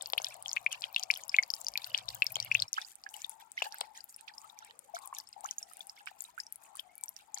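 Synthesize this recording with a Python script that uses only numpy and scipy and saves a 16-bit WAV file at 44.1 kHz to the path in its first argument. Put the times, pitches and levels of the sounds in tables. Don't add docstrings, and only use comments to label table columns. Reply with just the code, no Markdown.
import sys
import numpy as np
from scipy import signal
from scipy.fft import rfft, irfft
from scipy.io import wavfile
from scipy.ndimage import uniform_filter1d

SR = 44100
rng = np.random.default_rng(int(sys.argv[2]) if len(sys.argv) > 2 else 0)


def master(y):
    cut = np.clip(np.atleast_2d(y).T, -1, 1)
    pcm = np.round(cut * 32767)
    wavfile.write(sys.argv[1], SR, pcm.astype(np.int16))


N = 326340

# [f/Hz, level/dB]
AIR_SPECTRUM = [(20, -20.5), (55, 2), (110, -0.5), (250, 1), (600, -7), (2000, -2), (16000, -42)]
# [f/Hz, level/dB]
RUMBLE_SPECTRUM = [(20, -16.5), (55, -5.5), (85, -6.5), (120, -3.5), (150, -3.5), (185, -7.5), (300, -17),
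                   (500, -28)]
# [t/s, level/dB]
RUMBLE_LEVELS = [(0, -84), (.3, -77), (.7, -80.5), (.9, -83.5), (1.75, -84.5), (1.92, -69), (2.2, -65.5),
                 (2.25, -82), (2.31, -63), (2.645, -58), (2.675, -100)]
# [f/Hz, level/dB]
HUM_TONES = [(108, -2.5), (127, -3), (167, -12)]
# [t of the middle/s, peak level/dB]
LOW_THUDS = [(1.69, -71), (2.1, -65), (2.56, -68.5)]
# [t/s, f/Hz, level/dB]
WHISTLE_NOTE = [(6.88, 2040, -85), (6.895, 2120, -66), (6.94, 2260, -70), (7.0, 2340, -66),
                (7.06, 2270, -70)]
# [f/Hz, level/dB]
FULL_GURGLE_SPECTRUM = [(250, -17.5), (420, -20), (530, -0.5), (760, 7), (1100, -2.5), (1400, -8.5),
                        (1900, -34.5)]
# [f/Hz, level/dB]
IDLE_GURGLE_SPECTRUM = [(300, -23), (560, -4), (720, 6), (830, 14), (1100, -5.5), (1350, 6.5), (1900, -26)]
# [t/s, length/s, level/dB, f/Hz]
HOLLOW_GULPS = [(2.766, 0.08, -58.5, 816), (3.035, 0.15, -61.5, 832), (3.259, 0.2, -58.5, 880),
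                (3.655, 0.33, -57, 844), (4.211, 0.49, -61, 866), (4.355, 0.13, -68.5, 1130),
                (4.684, 0.18, -70, 520), (4.884, 0.32, -59.5, 844), (4.968, 0.24, -60.5, 1080),
                (5.36, 0.13, -57, 818), (5.611, 0.18, -63, 754), (5.824, 0.337, -65, 824),
                (6.578, 0.17, -62.5, 855), (6.584, 0.18, -67, 1110), (6.827, 0.11, -63.5, 747),
                (7.027, 0.029, -58.5, 913), (7.267, 0.21, -63.5, 866)]
# [f/Hz, level/dB]
SPRAY_SPECTRUM = [(5000, -21), (6800, -2), (9500, -3), (11000, -16.5), (12000, -7), (15500, -18.5)]
# [f/Hz, level/dB]
SPLASH_SPECTRUM = [(400, -40.5), (1100, 1), (1500, 1.5), (2200, -12), (3300, 8), (5200, 5), (6300, -4),
                   (7500, -21.5)]
# [t/s, length/s, splashing level/dB, fine spray level/dB]
SLAPS = [(0, 0.069, -61.5, -72), (0.194, 0.15, -59, -57), (0.445, 0.15, -66, -56.5),
         (0.705, 0.043, -51, -57), (0.824, 0.028, -51.5, -77), (0.97, 0.058, -62.5, -56),
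         (1.124, 0.088, -61.5, -56), (1.312, 0.039, -58, -63), (1.538, 0.08, -70, -53),
         (1.764, 0.12, -62, -56.5), (1.856, 0.048, -59, -71), (1.931, 0.06, -51.5, -85),
         (2.074, 0.097, -61, -57.5), (2.225, 0.085, -60.5, -58), (2.353, 0.12, -59, -79),
         (2.497, 0.13, -58, -73), (2.746, 0.077, -53.5, -49.5), (2.847, 0.071, -68, -52),
         (3.089, 0.034, -70.5, -51), (3.133, 0.11, -62.5, -48.5), (3.292, 0.034, -67, -50.5),
         (3.394, 0.017, -62.5, -57.5), (3.565, 0.041, -52, -57), (3.636, 0.018, -46, -44),
         (3.699, 0.16, -61, -64), (3.944, 0.037, -57.5, -52.5), (4.086, 0.025, -83, -49),
         (4.176, 0.022, -62.5, -66.5), (4.274, 0.0053, -48.5, -68), (4.34, 0.16, -74.5, -57.5),
         (4.568, 0.11, -66, -77), (4.833, 0.013, -83.5, -57.5), (4.945, 0.019, -51, -49),
         (5.01, 0.035, -65, -52.5), (5.136, 0.064, -59.5, -50.5), (5.278, 0.028, -77, -68),
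         (5.322, 0.018, -68.5, -80), (5.376, 0.037, -83, -66), (5.428, 0.1, -64.5, -57.5),
         (5.594, 0.022, -65.5, -56), (5.667, 0.16, -69, -57), (5.86, 0.05, -73, -61),
         (5.958, 0.04, -59.5, -60.5), (6.062, 0.017, -49.5, -51), (6.178, 0.12, -71.5, -56.5),
         (6.379, 0.012, -79, -48), (6.518, 0.022, -81, -59), (6.611, 0.067, -72.5, -55.5),
         (6.752, 0.041, -65, -52), (6.955, 0.13, -85.5, -88.5), (7.157, 0.055, -65.5, -58.5),
         (7.358, 0.051, -56, -58)]
# [t/s, level/dB]
HOLLOW_KNOCKS = [(0.1335, -20.5), (0.1998, -29.5), (2.3664, -27.5), (3.621, -20.5), (3.8111, -25)]
# [t/s, level/dB, tick f/Hz, pan/dB]
STONE_DROPS = [(0.023, -21, 8200, 32), (0.0592, -23.5, 4670, 8), (.0728, -27, 14200, 25),
               (0.1007, -29, 13900, 22), (0.101, -31, 4460, 11), (0.1233, -27, 12000, 10),
               (0.1344, -13.5, 3460, 6.5), (0.1789, -20.5, 11300, 10), (0.229, -37, 11400, 19),
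               (0.2451, -15.5, 5170, 11), (0.2854, -30.5, 7600, 23), (0.3424, -31, 7850, 17),
               (0.4252, -27.5, 9350, 1.5), (0.5147, -24.5, 4600, 31), (0.5322, -27.5, 7900, 22),
               (0.5652, -19.5, 2480, 19), (.724, -26.5, 8900, 19), (0.728, -21, 6270, 9),
               (0.809, -33, 7860, 17), (0.821, -24, 4430, 15), (.928, -33, 14100, 22),
               (.9622, -16.5, 3500, 22), (.9831, -29, 3660, 21), (0.996, -24, 6700, 27),
               (1.035, -16.5, 5650, 14), (1.1121, -15, 5000, 13), (1.1391, -21, 3860, 13),
               (1.1736, -25.5, 11600, 18), (1.281, -28, 11200, 28), (1.294, -29.5, 6800, 19),
               (1.3648, -26, 6800, 21), (1.3653, -20.5, 3760, 12), (1.5033, -27.5, 12000, 26),
               (1.543, -31, 9900, 20), (1.615, -26, 7440, 36), (1.6465, -27.5, 6360, 30),
               (1.6844, -16, 5850, 20), (1.738, -30.5, 5100, 9), (1.775, -21, 12200, 17),
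               (1.776, -14.5, 4260, 11.5), (1.844, -20.5, 4500, 15), (1.8727, -28, 14100, 19),
               (1.9773, -20, 5470, 8), (1.987, -24, 3930, 5), (2.0885, -18.5, 4910, 7),
               (2.147, -22.5, 15100, 19), (2.1511, -28, 7460, 29), (2.2211, -23, 4300, 23),
               (2.244, -24, 12300, 26), (2.2674, -31, 13500, 18), (2.305, -38, 8900, 15),
               (2.321, -23.5, 11700, 18), (2.3254, -26, 12600, 18), (2.356, -19.5, 6900, 15),
               (2.3672, -21.5, 3980, 6.5), (2.402, -30, 8700, 8), (2.448, -24, 11800, 15),
               (2.5233, -28, 5200, -2), (2.546, -18.5, 6470, 17), (2.621, -22.5, 8000, 15),
               (2.73, -27, 10600, 27), (2.7412, -25, 5260, 10), (2.816, -27.5, 5080, 29),
               (2.9554, -31.5, 8800, -11), (3.038, -32, 5000, 5), (3.09, -35, 6000, -1.5),
               (3.166, -29, 8140, 9), (3.2188, -27.5, 6640, 11.5), (3.2953, -21.5, 10100, 22.5),
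               (3.518, -29.5, 8340, 31), (3.6244, -26, 7060, -26), (3.7236, -28.5, 5130, -10.5),
               (3.745, -29.5, 12500, 16), (3.7843, -31, 8300, -1.5), (3.808, -19.5, 8540, 18),
               (3.811, -17.5, 3850, 4.5), (4.042, -28, 12300, 29), (4.163, -29.5, 10030, 11),
               (4.21, -34.5, 8480, -18.5), (4.282, -32.5, 3300, -18), (4.4167, -39, 7060, -12),
               (4.5893, -31.5, 6200, -8.5), (4.648, -35, 8470, 18), (4.709, -38.5, 3750, -21),
               (4.7918, -30, 8870, 24), (5.0584, -30.5, 11500, 13.5), (5.075, -27, 8660, 8),
               (5.1493, -28.5, 6530, 3), (5.1853, -25.5, 11740, 19), (5.1857, -25, 5700, 1),
               (4.989, -32.5, 8800, 4), (5.2897, -36.5, 8760, 22), (5.408, -33, 8700, 28),
               (5.445, -28.5, 6530, 11.5), (5.735, -32.5, 9700, -14), (5.77, -32, 9000, 25),
               (5.794, -36.5, 9460, -22), (5.87, -31.5, 9770, 31), (6.0592, -34.5, 8800, -23),
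               (6.073, -43, 3340, 4.5), (6.2213, -24.5, 12800, 27), (6.24, -29, 8400, 16.5),
               (6.5245, -22.5, 11270, 22), (6.5584, -29, 10220, 25), (6.755, -32, 9500, -27),
               (6.7703, -30.5, 9300, 20), (6.8044, -35, 11840, 15.5), (6.9546, -34.5, 11160, 19.5),
               (6.98, -31.5, 10860, 32.5), (7.0112, -34.5, 11600, 25), (7.0373, -18, 8160, 24),
               (7.059, -33, 12500, 31), (7.0918, -23.5, 11860, 39), (7.1651, -29.5, 5630, -15),
               (7.3849, -29.5, 6250, -9.5)]
# [t/s, level/dB, starting f/Hz, pitch rise as share of f/(1/s), decay/ms, pan/dB]
AIR_BUBBLES = [(0.01, -31, 3640, -3, 1.5, 13), (0.1787, -18, 2390, 123, 4.9, 8),
               (0.2188, -28.5, 6450, 0, 0.97, 24), (0.246, -30.5, 2800, 86, 2.8, 28),
               (0.2677, -27, 3730, 0, 1.2, 7), (0.4595, -26, 3210, -5, 1.2, 11),
               (0.482, -22, 6070, 0, 0.39, 9), (0.4926, -27, 5030, 27, 1.6, -0.5),
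               (0.5311, -20, 6330, 9, 1.05, 10), (0.569, -18, 2220, 51, 2.4, 6.5),
               (0.6632, -14.5, 2286, 19, 2.7, 7.5), (0.7162, -32.5, 3210, -5, 2.5, 12),
               (0.7272, -28.5, 2930, -3, 3.2, 5), (0.84, -20, 3130, -3, 1, 16), (0.946, -27, 3960, 0, 1, 4),
               (0.962, -14, 2760, -2, 1.77, 5), (0.9762, -32, 3270, -2, 4.8, 9),
               (0.9957, -32.5, 3070, 2, 1.5, 8), (1.0285, -26, 4620, 0, 0.72, 10),
               (1.1021, -13.5, 2117, 61.5, 3.6, 6.5), (1.1525, -29.5, 5800, 2, 0.36, 0.5),
               (1.1609, -31.5, 3160, 0, 1.4, 21), (1.2367, -28.5, 6550, 4, 0.62, 12),
               (1.294, -23, 5270, -6, 1.4, 11), (1.343, -14.5, 2166, 44, 3.2, 5),
               (1.3855, -10, 2167, -4.5, 4.2, 7), (1.4274, -26.5, 6470, -3, 1.4, 13),
               (1.428, -34, 1835, 47, 3.8, -5), (1.4347, -21, 4880, -2, 0.48, 10),
               (1.5031, -18, 4970, -4, 1.1, 14), (1.538, -17, 5130, -4, 0.83, 12),
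               (1.6668, -20.5, 4940, -6, 1.4, 7), (1.7555, -23.5, 2380, -1, 2.1, 3.5),
               (1.777, -38, 2400, 12, 3, 2), (1.8199, -38, 3770, 0, 1.9, 20),
               (1.9042, -42, 2930, 0, 2, -10), (1.9171, -42, 2950, -1, 2.5, 1),
               (1.9454, -15.5, 2620, 95, 3.2, 10), (2.084, -28, 3820, -5, 2.1, 11),
               (2.104, -31.5, 4370, 2, 0.61, -15), (2.2212, -10.5, 2530, 18.5, 1.7, 6.5),
               (2.2542, -45, 2240, -3, 3.3, -10), (2.2666, -16, 5120, -5, 0.77, 9.5),
               (2.305, -44, 2400, 5, 3.4, 10), (2.3434, -39, 5300, -1, 2.2, -31),
               (2.3568, -21.5, 3143, 3, 2.9, 8.5), (2.4015, -17.5, 4600, -3, 0.58, 11),
               (2.4264, -26, 5700, -2, 1.1, 11), (2.461, -42, 2970, 0, 2, 14),
               (2.5149, -15.5, 2386, 24, 3.3, 7.5), (2.5501, -11, 2396, 46.5, 2.8, 9),
               (2.571, -31, 3630, 19, 1, 16), (2.5932, -27.5, 3440, 26, 1.6, 28),
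               (2.6008, -19.5, 4960, -1, 0.98, 8), (2.6221, -13, 4120, 8, 0.93, 11),
               (2.68, -38, 5480, 3, 2, 4), (2.7303, -19, 6120, -1, 0.64, 10),
               (2.7666, -36, 2930, 13, 4.4, -12), (2.7766, -29.5, 1042, 64.5, 9.5, 1),
               (2.7819, -25.5, 1422, 42, 2.4, -7), (2.8192, -34.5, 3600, -3, 1.2, 1),
               (2.8474, -38.5, 4740, 12, 3.1, -22), (3.0638, -32.5, 1640, 3, 2, -9.5),
               (3.141, -35, 2970, -5, 2.2, 18), (3.245, -25.5, 3600, -1, 1.4, 8.5),
               (3.577, -26.5, 2004, 15, 2.6, -1), (3.5877, -33.5, 3080, 1, 2.1, -16),
               (3.6203, -19, 2450, 65, 2.2, 5), (3.6642, -36, 835, 2, 7.6, 4),
               (3.7419, -37, 1535, 3, 1.9, -8), (3.9754, -35, 6700, 7, 0.78, 1.5),
               (4.006, -37.5, 4650, 33.5, 1.8, 50.5), (4.1434, -41, 5340, 17, 1.06, 4),
               (4.279, -40, 2540, 2.5, 2.2, -27), (4.338, -47, 4840, -2.5, 2.2, -9),
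               (4.381, -33.5, 5370, -5.5, 1.1, 11), (4.442, -44.5, 1200, 7, 8.1, 11.5),
               (4.498, -44, 3640, 15, 2.8, 18), (4.624, -46, 1415, 2, 5, -1),
               (4.647, -63, 2400, 3, 1.7, -2.5), (4.697, -51.5, 2920, 10, 3.8, -19),
               (4.708, -48.5, 1796, 13.5, 1.8, 1), (4.9367, -35, 686, 0.5, 10, 10),
               (4.9464, -36.5, 5710, 33.5, 3.7, -10), (4.9665, -31.5, 1296, 73, 1.6, -1),
               (5.1264, -32.5, 1064, 0, 2.1, 0.5), (5.1673, -38, 3680, 9, 1.2, 22),
               (5.2009, -31.5, 4960, 2, 0.51, 10.5), (5.2725, -42, 5040, 21, 1.3, 9),
               (5.3278, -39, 4920, -6, 2.2, 1.5), (5.4385, -36, 774, 8, 3.7, 19),
               (5.4485, -31, 975, 56, 6.4, 5.5), (5.4596, -30, 6130, 45, 0.8, -15),
               (5.4885, -38, 3050, -13.5, 1.3, -19.5), (5.5108, -21, 6100, -2, 0.47, 10.5),
               (5.583, -25, 6430, 18, 1.8, -4), (5.6276, -31.5, 5480, 7.5, 1.3, 0.5),
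               (5.712, -47.5, 1275, 0, 4.1, 9), (5.8065, -35.5, 3530, -7, 3, 13),
               (5.8959, -31, 5160, 12, 0.77, -5.5), (6.005, -51, 1600, 8, 4.4, -1),
               (6.0717, -33, 1487, 25.5, 1.3, -0.5), (6.0725, -33, 2280, 2, 1.5, -1),
               (6.085, -38, 2790, 16, 0.83, -37.5), (6.113, -46.5, 780, 3, 2, 25),
               (6.2064, -23.5, 7300, -4, 0.37, 23), (6.2497, -45.5, 3860, 0, 3.6, -19),
               (6.285, -54, 932, 4.5, 9.7, 21), (6.3777, -33.5, 1407, 14.5, 5.6, -18.5),
               (6.3906, -41.5, 1530, 36.5, 7.5, 0.5), (6.4014, -25, 5100, -1, 1.25, 20),
               (6.435, -43.5, 6000, 3, 1.2, 1), (6.4667, -36.5, 5530, 6.5, 0.68, -0.5),
               (6.751, -44, 1156, 11, 3, 12), (6.79, -46, 3230, -2, 4.1, 14.5),
               (6.7946, -27, 3260, -4, 1.24, 12), (7.0822, -33, 5820, 1, 0.84, -3),
               (7.344, -24.5, 6200, 92, 1.76, 19), (7.3728, -42, 853, 0, 2.3, 20),
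               (7.3749, -34, 4370, -8, 0.92, 27)]

SCENE_CHANGE_S = 2.67
EDGE_HZ = 16100
SIDE_LAG_S = .00041
HUM_WAVER_PER_S = 20
FULL_GURGLE_DB, IDLE_GURGLE_DB = -56.5, -71.5
GULP_ATTACK_S, GULP_FADE_S, GULP_WIDTH_HZ = 0.0054, 0.025, 142
SPLASH_ATTACK_S, SPLASH_FADE_S, SPRAY_FADE_S = 0.006, 0.014, 0.019
FILM_DB, THIN_FILM_DB = -72, -79.5
MIST_DB, THIN_MIST_DB = -63.5, -65.5
WASH_DB, GRAIN_DB, CRACKLE_DB, PATTER_DB = -5.5, 3, 3, 0
RANDOM_TICK_MS = 0.605
KNOCK_HZ, KNOCK_MS, KNOCK_PAN_DB = 714, 0.59, 52
TICK_MS = 0.32
SPATTER_DB, FAR_SPATTER_DB = -18, -19.5
SPATTER_WITHIN_S, SPATTER_PITCH_SPAN, SPATTER_MS = 0.014, 0.37, 0.39


def amp(db):
    return 10 ** (np.asarray(db) / 20)


def evened(x):
    return x / np.sqrt(np.mean(x ** 2) + 1e-20)


def curve(rows, axis=1):
    rows = np.asarray(rows)
    return np.interp(np.arange(N) / SR, rows[:, 0], rows[:, axis])


def spectrum_gain(points, hz):
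    f, db = np.transpose(points)
    return amp(np.interp(np.log(hz + 1), np.log(f), db))


def sides(pan_db):
    return evened(amp(np.array([[pan_db], [-pan_db]]) / 2))


def across_change(before, after):
    return curve([(SCENE_CHANGE_S - .01, before), (SCENE_CHANGE_S + 0.0049, after)])


def add(mix, s, sound, pan_db):
    lag_s = SIDE_LAG_S * np.tanh(pan_db)
    lates_s = (max(-lag_s, 0), max(lag_s, 0))
    for channel, gain, late_s in zip(mix, sides(pan_db), lates_s):
        start = max(round((s + late_s) * SR), 0)
        part = channel[start:][:len(sound)]
        part += gain * sound[:len(part)]


def surges(rows, steady_db, attack_s, fade_s):
    t = np.arange(N) / SR
    power = amp(steady_db) ** 2 * np.ones(N)
    for s, length_s, db in rows:
        span = slice(*np.searchsorted(t, [s, s + length_s + 10 * fade_s]))
        age_s = t[span] - s
        rise = np.minimum(age_s / attack_s, 1)
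        fade = np.exp(-np.maximum(age_s - length_s, 0) / fade_s)
        power[span] += (amp(db) * rise * fade) ** 2
    return 10 * np.log10(power)


def noise(points, patchy_db, patch_s, patch_hz, size=512):
    hop = size // 4
    real, imag, patches = rng.standard_normal((3, 2, size // 2 + 1, N // hop + 5))
    patch_frames = max(round(patch_s * SR / hop), 1)
    patch_bins = max(round(patch_hz * size / SR), 1)
    patches = uniform_filter1d(patches, patch_frames, 2)
    patches = evened(uniform_filter1d(patches, patch_bins, 1, mode="wrap"))
    cells = (real + 1j * imag) * amp(patchy_db * np.minimum(patches, 2))
    patchy = signal.istft(cells, nperseg=size, noverlap=size - hop)[1][:, :N]
    gain = spectrum_gain(points, np.fft.rfftfreq(N, 1 / SR))
    return evened(irfft(rfft(patchy) * gain, N))


def ring(hz, decay_ms, rise, attack_cycles=0.32):
    decay_s = max(decay_ms, .05) / 1000
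    t = np.arange(int(7 * decay_s * SR) + 16) / SR
    climb = 1 + max(rise, 0) * t
    attack = 1 - np.exp(-t * hz / attack_cycles)
    swing = attack * np.exp(-np.cumsum(climb) / SR / decay_s)
    phase = 2 * np.pi * np.cumsum(np.minimum(hz * climb, SR / 2)) / SR
    return swing / swing.max() * np.sin(phase)


def burst(decay_ms, low_hz, span=1.86):
    age = np.arange(2048) / SR * 1000 / decay_ms
    hiss = rng.standard_normal(len(age)) * 2 * np.sqrt(age) * np.exp(-age)
    edges_hz = np.minimum([low_hz, max(span, 1.2) * low_hz], [SR / 4, .45 * SR])
    return signal.sosfilt(signal.butter(2, edges_hz, "band", fs=SR, output="sos"), hiss)


def swarm(level_db, per_s, low_hz, high_hz, cycles, spread_db, pan_db, attack_cycles, rise_per_cycle):
    out = np.zeros((2, N))
    for when, pitch, size, damping, rise, side in rng.random((int(per_s * N / SR), 6)):
        hz = low_hz * (high_hz / low_hz) ** pitch
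        db = level_db[int(when * N)] + spread_db * min(-np.log(1 - size), 2.7)
        decay_ms = 1000 * cycles * (.5 + damping) / hz
        sound = ring(hz, decay_ms, rise_per_cycle * hz * rise ** 2, attack_cycles)
        add(out, when * N / SR, amp(db) * sound, pan_db + 24 * (side - .5))
    return out


def ticks(level_db, per_s, low_hz, high_hz, spread_db, pan_db):
    out = np.zeros((2, N))
    shapes = [burst(RANDOM_TICK_MS, hz, span=2.2) for hz in np.geomspace(low_hz, high_hz, 40)]
    for when, shape, size, side in rng.random((int(per_s * N / SR), 4)):
        db = level_db[int(when * N)] + spread_db * min(-np.log(1 - size), 2.5)
        sound = shapes[int(shape * len(shapes))]
        add(out, when * N / SR, amp(db) * sound, pan_db + 24 * (side - .5))
    return out


def stone(x, echo_db, t60_s, first_s):
    t = np.arange(SR // 4) / SR
    taps = rng.standard_normal((2, len(t))) * (rng.random((2, len(t))) < .15)
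    taps *= (t > first_s) * amp(-60 * t / t60_s)
    taps /= np.linalg.norm(taps, axis=1, keepdims=True) + 1e-12
    crossed = x + .5 * x[::-1]
    return amp(echo_db) * signal.oaconvolve(crossed, taps, axes=1)[:, :N]


def air(level_db=-76):
    return amp(level_db) * noise(AIR_SPECTRUM, patchy_db=1.0, patch_s=0.075, patch_hz=300, size=2048)


def hum():
    t, out = np.arange(N) / SR, np.zeros(N)
    for hz, db in HUM_TONES:
        drift, swell = (np.interp(t * HUM_WAVER_PER_S, np.arange(N), row)
                        for row in rng.standard_normal((2, N)))
        phase = 2 * np.pi * np.cumsum(hz * (1 + .065 * drift)) / SR
        out += amp(db + 3 * swell) * np.sqrt(2) * np.sin(phase)
    return out


def rumble(noise_db=-5.0):
    low_noise = noise(RUMBLE_SPECTRUM, patchy_db=-1, patch_s=.06, patch_hz=50, size=4096)
    body = amp(noise_db) * low_noise + hum()
    return amp(curve(RUMBLE_LEVELS)) * body * sides(pan_db=-6.5)


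def thuds(hz=55, length_s=0.18):
    out = np.zeros((2, N))
    t = np.arange(0, length_s, 1 / SR)
    thud = np.hanning(len(t)) * np.sin(2 * np.pi * hz * t)
    for s, db in LOW_THUDS:
        add(out, s - length_s / 2, amp(db) * thud, 0)
    return out


def whistle():
    t = np.arange(N) / SR
    sounding = (t > WHISTLE_NOTE[0][0]) & (t < WHISTLE_NOTE[-1][0])
    tone = np.sin(2 * np.pi * np.cumsum(curve(WHISTLE_NOTE, axis=1)) / SR)
    flutter = 1.0 + 0.45 * evened(uniform_filter1d(rng.standard_normal(N), size=500))
    return amp(curve(WHISTLE_NOTE, axis=2)) * sounding * flutter * tone


def burble(full_db=-62, thin_db=-71):
    return swarm(across_change(full_db, thin_db), per_s=40, low_hz=620, high_hz=1250, cycles=7,
                 spread_db=3, pan_db=16, attack_cycles=4, rise_per_cycle=.002)


def gulp(length_s, db, hz):
    age_s = np.arange(SR) / SR
    offset = (np.fft.rfftfreq(SR, 1 / SR) - hz) / (GULP_WIDTH_HZ / 2)
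    murmur = evened(irfft(rfft(rng.standard_normal(SR)) / (1 + offset ** 2), SR))
    waver_db = 3.5 * np.interp(age_s * 30, np.arange(40), rng.standard_normal(40))
    murmur = evened(murmur * amp(waver_db))
    attack = np.minimum(age_s / GULP_ATTACK_S, 1)
    return amp(db) * murmur * attack * np.exp(-np.maximum(age_s - length_s, 0) / GULP_FADE_S)


def gurgle():
    full = noise(FULL_GURGLE_SPECTRUM, patchy_db=5, patch_s=.025, patch_hz=300, size=512)
    idle = noise(IDLE_GURGLE_SPECTRUM, patchy_db=5, patch_s=.04, patch_hz=170, size=1024)
    out = across_change(0.74, 0) * amp(FULL_GURGLE_DB) * full * sides(pan_db=34.0)
    out += across_change(0, 0.92) * amp(IDLE_GURGLE_DB) * idle * sides(pan_db=31)
    for s, length_s, db, hz in HOLLOW_GULPS:
        add(out, s, gulp(length_s, db, hz), pan_db=47)
    return out


def spray(wash_db=-9.0, grain_db=4, thin_grain_db=-4):
    puffs = [(s, length_s, db) for s, length_s, _, db in SLAPS]
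    level_db = surges(puffs, across_change(MIST_DB, THIN_MIST_DB), SPLASH_ATTACK_S, SPRAY_FADE_S)
    fizz = noise(SPRAY_SPECTRUM, patchy_db=8, patch_s=.008, patch_hz=6000, size=128) * sides(pan_db=3)
    pricks = ticks(level_db + across_change(grain_db, thin_grain_db), per_s=150, low_hz=4000, high_hz=8600,
                   spread_db=6, pan_db=11)
    scattered = stone(pricks, echo_db=-6.5, t60_s=0.0045, first_s=.0007)
    return amp(level_db + wash_db) * fizz + pricks + scattered


def splashing():
    slaps = [(s, length_s, db) for s, length_s, db, _ in SLAPS]
    level_db = surges(slaps, across_change(FILM_DB, THIN_FILM_DB), SPLASH_ATTACK_S, SPLASH_FADE_S)
    wash = noise(SPLASH_SPECTRUM, patchy_db=7, patch_s=.012, patch_hz=900, size=256) * sides(pan_db=-2)
    small = swarm(level_db + GRAIN_DB + across_change(2, -2), per_s=130, low_hz=2200, high_hz=5600, cycles=8,
                  spread_db=3.5, pan_db=0, attack_cycles=3, rise_per_cycle=.003)
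    crackle = ticks(level_db + CRACKLE_DB + across_change(1, -10), per_s=200, low_hz=2500, high_hz=4400,
                    spread_db=4, pan_db=6)
    patter = swarm(level_db + PATTER_DB + across_change(-3, -.5), per_s=380, low_hz=1400, high_hz=5800,
                   cycles=4.5, spread_db=3, pan_db=0, attack_cycles=5, rise_per_cycle=.002)
    return amp(level_db + WASH_DB) * wash + small + crackle + patter


def knocks(splash_db=-17, rebound_db=-19, rebound_within_s=0.049):
    out = np.zeros((2, N))
    for (s, db), fragments in zip(HOLLOW_KNOCKS, rng.random((len(HOLLOW_KNOCKS), 3, 2))):
        add(out, s, amp(db) * ring(KNOCK_HZ, KNOCK_MS, 0), KNOCK_PAN_DB)
        add(out, s, amp(db + splash_db) * burst(decay_ms=1.9, low_hz=KNOCK_HZ), KNOCK_PAN_DB / 2)
        for delay, pitch in fragments:
            fragment = ring(KNOCK_HZ * (.7 + .6 * pitch), decay_ms=0.98, rise=0)
            add(out, s + rebound_within_s * delay, amp(db + rebound_db) * fragment, KNOCK_PAN_DB)
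    return out


def drops(spray_db=-15):
    out = np.zeros((2, N))
    for s, db, hz, pan_db in STONE_DROPS:
        add(out, s, amp(db) * ring(hz, TICK_MS, 0, attack_cycles=1.0), pan_db)
        add(out, s, amp(db + spray_db) * burst(decay_ms=0.94, low_hz=hz, span=2.3), pan_db)
    return out


def bubbles(snap_db=-27, tick_db=-20, tick_db_per_ms=-3):
    out = np.zeros((2, N))
    splash_db = across_change(-30, -11)
    attack_cycles = across_change(1.3, 2.7)
    spatter_db = across_change(SPATTER_DB, FAR_SPATTER_DB)
    chances = rng.random((len(AIR_BUBBLES), 8, 3))
    for (s, db, hz, rise, decay_ms, pan_db), droplets in zip(AIR_BUBBLES, chances):
        now = int(s * SR)
        add(out, s, amp(db) * ring(hz, decay_ms, rise, attack_cycles[now]), pan_db)
        add(out, s, amp(db + snap_db) * burst(decay_ms=0.89, low_hz=hz), pan_db)
        impact_db = db + tick_db + tick_db_per_ms * decay_ms
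        add(out, s, amp(impact_db) * burst(TICK_MS, low_hz=5000, span=3.2), pan_db + 4)
        splash = burst(decay_ms=2 * min(decay_ms, 4), low_hz=hz)
        add(out, s, amp(db + splash_db[now]) * splash, pan_db / 2)
        for delay, pitch, size in droplets:
            droplet = ring(hz * (1 + SPATTER_PITCH_SPAN * pitch), SPATTER_MS, 0, attack_cycles=0.99)
            gain = amp(db + spatter_db[now]) * size ** 2
            add(out, s + SPATTER_WITHIN_S * delay, gain * droplet, pan_db)
    return out


def scene():
    bass_cut = signal.butter(8, 480, "high", fs=SR, output="sos")
    drips = signal.sosfilt(bass_cut, bubbles() + drops() + knocks())
    near = stone(drips * amp(across_change(-3.4, 0)), echo_db=-12.5, t60_s=0.036, first_s=.0007)
    far = stone(drips * amp(across_change(-7.5, 0)), echo_db=-28.0, t60_s=0.2, first_s=0.0089)
    background = air() + rumble() + thuds() + whistle()
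    return background + burble() + gurgle() + spray() + splashing() + drips + near + far


def record(dry):
    lowpass = signal.firwin(255, EDGE_HZ, window=("kaiser", 8), fs=SR)
    return signal.oaconvolve(dry, lowpass[None], "same", axes=1)


dry = scene()
out = record(dry)
master(out)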